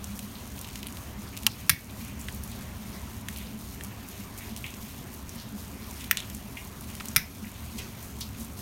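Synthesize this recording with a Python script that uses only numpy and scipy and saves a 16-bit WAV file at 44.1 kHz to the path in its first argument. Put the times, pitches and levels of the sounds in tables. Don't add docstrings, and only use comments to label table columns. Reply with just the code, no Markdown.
import sys
import numpy as np
from scipy import signal
from scipy.fft import rfft, irfft, next_fast_len
from scipy.io import wavfile
from scipy.ndimage import uniform_filter1d, minimum_filter1d, map_coordinates

SR = 44100
rng = np.random.default_rng(int(sys.argv[2]) if len(sys.argv) > 2 else 0)


def log_audio(samples):
    frames = np.atleast_2d(samples).T
    limited = np.clip(frames, -1, 1)
    pcm = np.round(limited * 32767).astype(np.int16)
    wavfile.write(sys.argv[1], SR, pcm)


N = 379699
TOP_HZ = 15950

# (frequency [Hz], level [dB])
RUMBLE_EQ = [(24, -46), (36, -14), (55, -2.5), (85, -4), (110, -1), (145, -9.5), (190, -7), (245, -12.5),
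             (310, -19), (450, -50)]
AIR_EQ = [(200, -2), (300, -4), (340, -1), (400, 1.5), (450, -5), (550, -5), (680, -3.5), (850, -5.5),
          (1000, -3), (1600, -12), (3000, -20), (6000, -40)]
SWISH_EQ = [(900, -2), (1500, 1.5), (2300, 5), (3200, 2), (5000, -7.5), (7000, -4), (12000, -55)]
HISS_EQ = [(1000, -43), (2200, -5), (4400, 2.5), (5000, 1), (6700, 4), (7400, -1), (9400, 3.5),
           (10400, -1.5), (11500, 3.5), (13000, 3.5), (15000, 1), (16000, -2)]
# (time [s], level [dB])
RUMBLE_RIDE = [(0, -45), (1.4, -43), (3.2, -42.5), (4.3, -46), (5.5, -44.5), (7.3, -44.5), (8.6, -44.5)]
HISS_RIDE = [(0.0, -51), (0.08, -44.0), (0.12, -47), (0.26, -44), (0.3, -47.5), (0.54, -47), (0.6, -45),
             (0.7, -49), (0.76, -44.5), (0.84, -51), (1.0, -45), (1.16, -52.5), (1.2, -47), (1.34, -49.5),
             (1.44, -48.5), (1.55, -46), (1.95, -48), (2.01, -42), (2.15, -52.5), (2.35, -44),
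             (2.41, -49.5), (2.47, -45), (2.63, -47.5), (2.75, -49), (2.93, -46.0), (3.09, -48.5),
             (3.13, -45.5), (3.23, -51.5), (3.27, -50), (3.3, -45.5), (3.58, -50), (3.62, -46.0),
             (3.72, -45.5), (3.8, -49.5), (3.84, -45.5), (3.92, -50), (4.06, -48.5), (4.1, -46), (4.2, -45),
             (4.32, -49.5), (4.46, -44), (4.54, -50), (4.58, -45), (4.76, -47.5), (4.82, -45.5),
             (4.98, -46), (5.04, -50), (5.2, -46), (5.24, -53), (5.32, -46), (5.54, -51.5), (5.6, -44.5),
             (5.74, -48.5), (6.04, -43.0), (6.08, -48.5), (6.36, -46.5), (6.5, -48.5), (6.6, -45.5),
             (6.78, -50), (6.84, -46.5), (7.12, -45.5), (7.52, -47.5), (7.75, -47.0), (7.91, -48.5),
             (8.05, -46), (8.15, -49.5), (8.26, -45), (8.34, -52.0), (8.38, -47), (8.46, -46.0),
             (8.52, -50.5), (8.6, -42)]
# (centre [Hz], half width [Hz], level [dB])
DRONE_BANDS = [(72, 6, -50), (199.4, 8.3, -54), (225.2, 5.7, -53.5), (273, 12, -56)]
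# (time [s], peak before trim [dB])
DRONE_SWELLS = [(.067, -42.5), (0.256, -35), (0.885, -35), (1.194, -32), (1.46, -32), (2.035, -34),
                (2.351, -34.5), (2.895, -39), (2.979, -36), (3.307, -37), (3.556, -34), (3.872, -38),
                (4.205, -36), (4.528, -33), (4.845, -38), (5.555, -32.5), (5.827, -35), (6.355, -35),
                (6.458, -37), (6.789, -35.5), (7.107, -36), (7.437, -33), (7.758, -34), (8.409, -34)]
# (frequency [Hz], t60 [s])
ROOM_DECAY = [(300, 1), (1200, 0.11), (1900, 0.31), (2350, 0.33), (3100, 0.18), (5000, 0.27), (8000, 0.12),
              (15000, 0.25)]
# (time [s], level [dB], centre [Hz], length [s], bite [ratio])
HAND_SCUFFS = [(0.354, -49, 3460, 0.1, 1.5), (1.322, -51, 2270, .1, -1), (1.495, -42.5, 4300, 0.049, -2),
               (1.594, -48, 2290, .05, -1), (1.895, -37.5, 3120, 0.012, -0.5), (2.007, -53.5, 2460, 0.2, 1),
               (2.505, -53, 3600, .2, -1), (2.927, -51, 4800, 0.072, 0.5), (3.381, -47, 2940, .11, -2.5),
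               (3.453, -51, 4200, .07, -1), (4.408, -46, 2260, 0.1, -4), (4.662, -42, 2800, 0.054, -3),
               (5.38, -47.5, 4280, 0.11, -1), (6.002, -47, 2710, 0.13, 0), (6.176, -36, 3100, 0.045, -0.5),
               (6.891, -49.5, 2330, .1, -2), (7.444, -50, 2070, .07, 0), (7.773, -43.5, 5200, 0.087, -0.5)]
# (time [s], level [dB], length [s])
FINGER_BRUSHES = [(2.19, -44, 0.073), (3.365, -48, 0.064), (4.373, -42.5, 0.043), (5.127, -47, 0.074),
                  (7.769, -42.5, 0.068), (8.022, -47, 0.12), (8.203, -41.5, 0.034), (8.379, -47, 0.11)]
# (time [s], level [dB], centre [Hz], half width [octaves], t60 [s], reverb send [dB])
HOLLOW_TAPS = [(4.6415, -28, 2550, 0.33, 0.022, -6), (6.57, -31.5, 2450, 0.35, 0.021, -3.5),
               (7.785, -38.5, 2680, 0.46, 0.039, 3.5), (8.2109, -30.5, 4300, 0.58, 0.04, -6)]
# (time [s], length [s], tick level [dB])
TRIGGER_DRAGS = [(0.557, 0.24, -39), (1.382, 0.046, -37), (5.881, .2, -42), (6.819, 0.35, -41.5)]
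# (time [s], level [dB], pitch [ratio])
GRIP_KNOCKS = [(2.2847, -26, 1.02), (3.285, -26.5, 1.03), (3.809, -31.5, 1), (7.0004, -31.5, 1.35),
               (7.0056, -29, 0.68), (7.008, -32, 0.98)]
# (frequency [Hz], level [dB])
GRIP_EQ = [(500, -61), (1200, -8), (1850, 7.5), (2300, -4), (2700, 1.5), (3800, -3), (4500, -17),
           (9000, -10), (15000, -42)]
# (time [s], level before trim [dB], 2-5 kHz body [dB], 5-8 kHz middle [dB])
GRIP_TICKS = [(0.0428, -27.5, -6, 4), (0.192, -27.5, 0, 0), (0.5805, -38, 9, 5), (0.591, -33, -7, 2),
              (0.614, -30, -11, -3), (0.645, -32.5, 16, 5), (0.675, -39, 9, 6), (0.688, -36, 6, 5),
              (0.701, -40, 16, 9), (0.73, -42, -3, 9), (0.757, -28.5, 8, 2), (0.83, -29, 6, 1),
              (0.862, -36, 23, 2), (0.8693, -27, 1, -14), (0.885, -37, 7, -2), (0.925, -35, 0, 3),
              (0.9707, -33.5, 8, 2), (1.3675, -31, 7, 7), (1.3743, -27, 4, -1), (1.4335, -32, 4, 1),
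              (2.2131, -34, -9, 11), (2.325, -36, -12, 1), (2.3471, -33, -16, -12), (2.4367, -30, -14, -8),
              (2.4467, -38, -17, -18), (2.477, -40, 2, 1), (3.286, -28.5, -17, 1), (3.362, -32, 7, -2),
              (3.371, -33, -10, -10), (3.3853, -33, -7, -10), (3.8366, -30, -16, -3),
              (3.8474, -33, -17, -2), (4.0872, -33.5, -12, -7), (4.3775, -35, -3, 1), (4.564, -29.5, 3, 1),
              (4.574, -32, 0, -2), (4.6647, -33, 7, -1), (4.74, -35, 20, 19), (5.14, -35, -10, -18),
              (5.2933, -31.5, -5, 5), (5.911, -33, -16, 5), (6.009, -35, 8, 8), (6.042, -32, 12, -4),
              (6.3, -31.5, -1.5, -1), (6.3485, -30, -9, 0), (6.8097, -33, -9, -3), (6.952, -32, -3, -1),
              (7.0563, -28, -5, -3), (7.085, -26, -13, 5), (7.1494, -40, 7, 6), (7.788, -32, -5, 0),
              (8.028, -35, -12, -4), (8.2087, -29, -6, -4), (8.3998, -37, -11, -8), (8.4475, -35, -7, -2)]
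# (frequency [Hz], level [dB], t60 [s])
NECK_MODES = [(1850, -27, .04), (1990, -30, .05), (2120, -29, .06), (2240, -28, .06), (2385, -25, 0.05),
              (3420, -25, 0.022), (3680, -25, 0.02), (4750, -27, 0.03), (5600, -31, .035),
              (9340, -22, 0.016), (9900, -18, 0.018), (12300, -21, .025), (14530, -22, .035)]
PART_EQ = {
    "catch": [(550, -25), (850, -25), (1300, -15), (2300, -9), (2900, 4.5), (3600, -6), (5500, -6),
              (7800, -12.5), (9800, -12), (10400, -8), (11300, -7), (15500, -12)],
    "catch_low": [(550, -23), (800, 3), (1050, 9), (1400, 8), (1900, 1), (2900, -4), (4500, -6),
                  (7000, 1), (10000, -11), (15500, -14)],
    "hammer": [(450, -24), (850, -20), (1080, -8), (1380, -0.5), (1850, 0), (2350, 3), (2600, -1),
               (2950, -6.5), (3600, -3), (4200, -5.5), (5300, -2), (6500, -6), (7900, -16), (8800, -9),
               (9600, 2.5), (10600, -8), (11500, 0), (14300, -2), (15500, -5)],
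    "trigger": [(400, -42), (900, -27), (1350, -1.5), (1850, 3.5), (3000, -3.5), (4300, -14.5),
                (6000, -6.5), (7500, -15.5), (9100, -7), (10500, -19), (11600, -5), (13800, -2),
                (15500, -8)],
    "spring": [(400, -33), (1500, -7), (3200, 2), (4000, 3), (4700, -8), (5500, -2), (6800, 2),
               (9500, -7), (12000, -10), (15500, -19)]}
# (time [s], level [dB], rattle t60 [s],
# slab echo [dB], reverb send [dB], thump [dB], ring [dB], ping [Hz], part [name])
MECHANISM_HITS = [(1.466, -5.3, 0.0099, -14, -35, -50, -18, 9700, "catch"),
                  (1.471, -24.5, 0.017, -7, -13, -51, -12, 1320, "catch_low"),
                  (1.6948, -4.6, 0.01, -1.5, -9.5, -31, -1, 9600, "hammer"),
                  (6.1113, -7.8, 0.014, -9, -18, -50, -8, 13800, "trigger"),
                  (6.1717, -14.5, 0.0067, -18, -9, -55, -19, 6800, "spring"),
                  (6.203, -28, 0.0081, -13, -20, -58, -3, 3140, "spring"),
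                  (7.1626, -5.6, 0.0099, -1.5, -8.5, -32, -2, 5100, "hammer")]


def amp(db):
    return 10 ** (np.asarray(db) / 20)


def unit(x):
    return x / np.sqrt(np.mean(x ** 2) + 1e-20)


def along(points, hz):
    freqs, values = np.transpose(points)
    return np.interp(np.log(hz + 1), np.log(freqs + 1), values)


def ride(points):
    return np.interp(np.arange(N) / SR, *np.transpose(points))


def wobble(rate):
    return map_coordinates(rng.standard_normal(int(N * rate / SR) + 4), [np.arange(N) * rate / SR])


def noise(gain, size):
    m = next_fast_len(size)
    return unit(irfft(rfft(rng.standard_normal(m)) * gain(np.fft.rfftfreq(m, 1 / SR)), m)[:size])


def add(track, s, x):
    i = max(round(s * SR), 0)
    track[i:i + len(x)] += x[:max(len(track) - i, 0)]


def mottled_noise(eq, patchy_db):
    spectrogram = signal.stft(noise(lambda hz: amp(along(eq, hz)), N), nperseg=512)[2]
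    patches = uniform_filter1d(rng.standard_normal(spectrogram.shape), size=8, axis=0)
    patches = unit(uniform_filter1d(patches, size=9, axis=1))
    return unit(signal.istft(spectrogram * amp(patchy_db * patches), nperseg=512)[1][:N])


def throbs(pitch_hz=212, spread_hz=7, swell_s=0.017, trim_db=-1, faint_db=-41.5, faint_count=22):
    out, t = np.zeros(N), np.arange(-SR // 10, SR // 10) / SR
    swell = np.exp(-(t / swell_s) ** 2)
    faint = [((k + rng.random()) / faint_count * N / SR, rng.normal(faint_db, 3.7))
             for k in range(faint_count)]
    for s, db in DRONE_SWELLS + faint:
        tone = np.sin(2 * np.pi * (rng.normal(pitch_hz, spread_hz) * t + rng.random()))
        add(out, s + t[0], amp(db + trim_db) * swell * tone)
    return out


def rumble():
    out = amp(ride(RUMBLE_RIDE) + wobble(22)) * noise(lambda hz: amp(along(RUMBLE_EQ, hz)), N)
    for centre, width, db in DRONE_BANDS:
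        out += amp(db) * noise(lambda hz: 1 / (1 + ((hz - centre) / width) ** 2), N)
    return out + throbs()


def hiss(air_db=-50, swish_db=-54, fizz_trim_db=-3):
    air = amp(air_db + 0.59 * wobble(3.1)) * mottled_noise(AIR_EQ, patchy_db=1.5)
    swish = amp(swish_db + wobble(5)) * mottled_noise(SWISH_EQ, patchy_db=2.5)
    sputter_db = 0.8 * wobble(60) + 1.8 * wobble(500)
    fizz = amp(ride(HISS_RIDE) + fizz_trim_db + sputter_db) * mottled_noise(HISS_EQ, patchy_db=1)
    return air + swish + fizz


def in_room(x, room_db, slab_db=-13, slab_s=0.00408, wall_db=-12.5, wall_s=0.013, dull_hz=9000):
    hz, t, spectrogram = signal.stft(rng.standard_normal(SR // 3), SR, nperseg=256)
    decay = amp(-60 * t / along(ROOM_DECAY, hz)[:, None])
    tail = signal.istft(spectrogram * decay / np.hypot(1, hz / dull_hz)[:, None], SR, nperseg=256)[1]
    delay = round(slab_s * SR)
    impulse = np.pad(amp(room_db) * tail / np.linalg.norm(tail), (delay, 0))
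    impulse[0] += 1
    impulse[delay] -= amp(slab_db)
    scatter = noise(lambda hz: 1 / np.hypot(1, hz / dull_hz), round(0.0079 * SR))
    add(impulse, wall_s, amp(wall_db + room_db / 2) * scatter / np.linalg.norm(scatter))
    return signal.fftconvolve(x, impulse)


def burst(eq, t60, spiky_db=4, size=4096):
    hz = np.fft.rfftfreq(size, 1 / SR)
    fade = amp(-60 * np.arange(size) / SR / t60)
    contacts = rng.standard_normal(size) * amp(spiky_db * rng.standard_normal(size))
    rattle = rfft(contacts * fade)
    contour = np.sqrt(np.abs(uniform_filter1d(np.abs(rattle) ** 2, size=36)) + 1e-12)
    colour = amp(along(eq, hz)) / (1 + (hz / TOP_HZ) ** 40)
    cepstrum = irfft(np.log(colour / contour))
    cepstrum[1:size // 2] *= 2
    cepstrum[size // 2 + 1:] = 0
    hit = irfft(rattle * np.exp(rfft(cepstrum))) * (np.arange(size) < size // 2)
    return hit * np.linalg.norm(fade) / np.linalg.norm(hit)


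def scuff(centre_hz, length, bite=-1, octaves=0.48, bite_s=0.0032):
    t = np.arange(SR // 3) / SR
    band = noise(lambda hz: 1 / (1 + np.abs(np.log2((hz + 1) / centre_hz) / octaves) ** 5), len(t))
    attack = 1 + bite * np.exp(-t / bite_s)
    return amp(-14 * t / length) * attack * band


def rustles(grain_db=3, faint_db=-54, faint_hz=3280, faint_count=12):
    out = np.zeros(N)
    for s, db, centre_hz, length, bite in HAND_SCUFFS:
        add(out, s, amp(db) * scuff(centre_hz, length, bite))
    for s, db, length in FINGER_BRUSHES:
        add(out, s, amp(db) * scuff(centre_hz=9100, length=length, octaves=0.96))
    for k, (when, pitch) in enumerate(rng.random((faint_count, 2))):
        shift = scuff(faint_hz * 2 ** (pitch - .5), length=0.087)
        add(out, (k + when) / faint_count * N / SR, amp(faint_db) * shift)
    return out * amp(grain_db * wobble(250))


def taps(skirt_db=-28):
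    out, hz = np.zeros(N), np.geomspace(100, TOP_HZ, 80)
    for s, db, centre_hz, octaves, t60, room_db in HOLLOW_TAPS:
        band = 1 / (1 + np.abs(np.log2(hz / centre_hz) / octaves) ** 4) + amp(skirt_db)
        eq = np.transpose([hz, 20 * np.log10(band)])
        add(out, s, in_room(amp(db) * burst(eq, t60), room_db))
    return out


def tick(body_db, mid_db=0, uneven_db=2.5, dry_s=0.007, scrape_s_per_db=0.0004):
    eq = [(900, -23), (1800, body_db - 7), (2900, body_db + 4), (4600, body_db - 4),
          (5600, mid_db + 0.5), (7900, mid_db + 2), (9800, 1.5), (12000, -1.0), (15500, 0.5)]
    varied_eq = [(hz, db + rng.normal(0, uneven_db)) for hz, db in eq]
    t60 = dry_s + scrape_s_per_db * max(body_db, 0)
    return np.sqrt(dry_s / t60) * burst(varied_eq, t60)


def trigger_drags(ticks_per_s=40, spread_db=1.5):
    out = np.zeros(N)
    for s, length, db in TRIGGER_DRAGS:
        for when in rng.random(round(ticks_per_s * length)):
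            add(out, s + when * length, amp(rng.normal(db, spread_db)) * tick(body_db=1))
    return out


def grip_handling(tick_trim_db=1.5, crackle_db=-45, crackle_range_db=8, crackle_count=220):
    out, crackle = np.zeros(N), np.zeros(N)
    for s, db, pitch in GRIP_KNOCKS:
        eq = [(hz * pitch, level) for hz, level in GRIP_EQ]
        add(out, s, in_room(amp(db) * burst(eq, t60=0.014), room_db=-37, slab_db=-30))
    for s, db, body_db, mid_db in GRIP_TICKS:
        add(out, s, in_room(amp(db + tick_trim_db) * tick(body_db, mid_db), room_db=-13.5, slab_db=-10))
    for when, size in rng.random((crackle_count, 2)):
        add(crackle, when * N / SR, amp(crackle_db + crackle_range_db * size ** 2) * tick(body_db=-14))
    return out + crackle * unit(amp(ride(HISS_RIDE)))


def lighter_clicks(ping_db=-8, ping_s=0.012, thump_hz=125, thump_s=0.018):
    out, t = np.zeros(N), np.arange(4096) / SR
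    for s, db, t60, slab_db, room_db, thump_db, ring_db, ping_hz, part in MECHANISM_HITS:
        modes = [(hz, level + ring_db, life) for hz, level, life in NECK_MODES]
        ring = np.zeros(len(t))
        for hz, level, life in modes + [(ping_hz, ping_db, ping_s)]:
            decay = amp(level + rng.normal(0, 2) - 60 * t / life)
            ring += decay * np.cos(2 * np.pi * hz * t) * rng.choice([-1, 1])
        click = amp(db) * (burst(PART_EQ[part], t60) + ring)
        add(out, s, in_room(click, room_db, slab_db))
        puff = noise(lambda hz: 1 / (1 + ((hz - thump_hz) / 70) ** 4), len(t))
        add(out, s, amp(thump_db) * puff * t / thump_s * np.exp(1 - t / thump_s))
    return out


def scene():
    return (lighter_clicks() + grip_handling() + taps() + rustles()
            + rumble() + hiss() + trigger_drags())[None]


def record(dry, threshold_db=-14.8, hold_s=0.18, attack_s=0.019, release_s=0.017, ceiling=0.95):
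    loudness = np.sqrt(np.abs(uniform_filter1d(dry[0] ** 2, size=256)) + 1e-12)
    needed_gain = np.minimum(1, amp(threshold_db) / loudness)
    half_hold = int(hold_s * SR) // 2
    duck = 1 - minimum_filter1d(needed_gain, 2 * half_hold + 1, origin=half_hold)
    chasers = [signal.lfilter([1 / (s * SR)], [1, 1 / (s * SR) - 1], duck) for s in (attack_s, release_s)]
    ducked = dry * (1 - np.maximum(*chasers))
    limiter_gain = ceiling / np.maximum(np.abs(ducked[0]), ceiling)
    limited = ducked * uniform_filter1d(minimum_filter1d(limiter_gain, size=17), size=17)
    m = next_fast_len(N + SR // 2)
    return irfft(rfft(limited, m) * (np.fft.rfftfreq(m, 1 / SR) < TOP_HZ), m)[:, :N]


dry = scene()
out = record(dry)
log_audio(out)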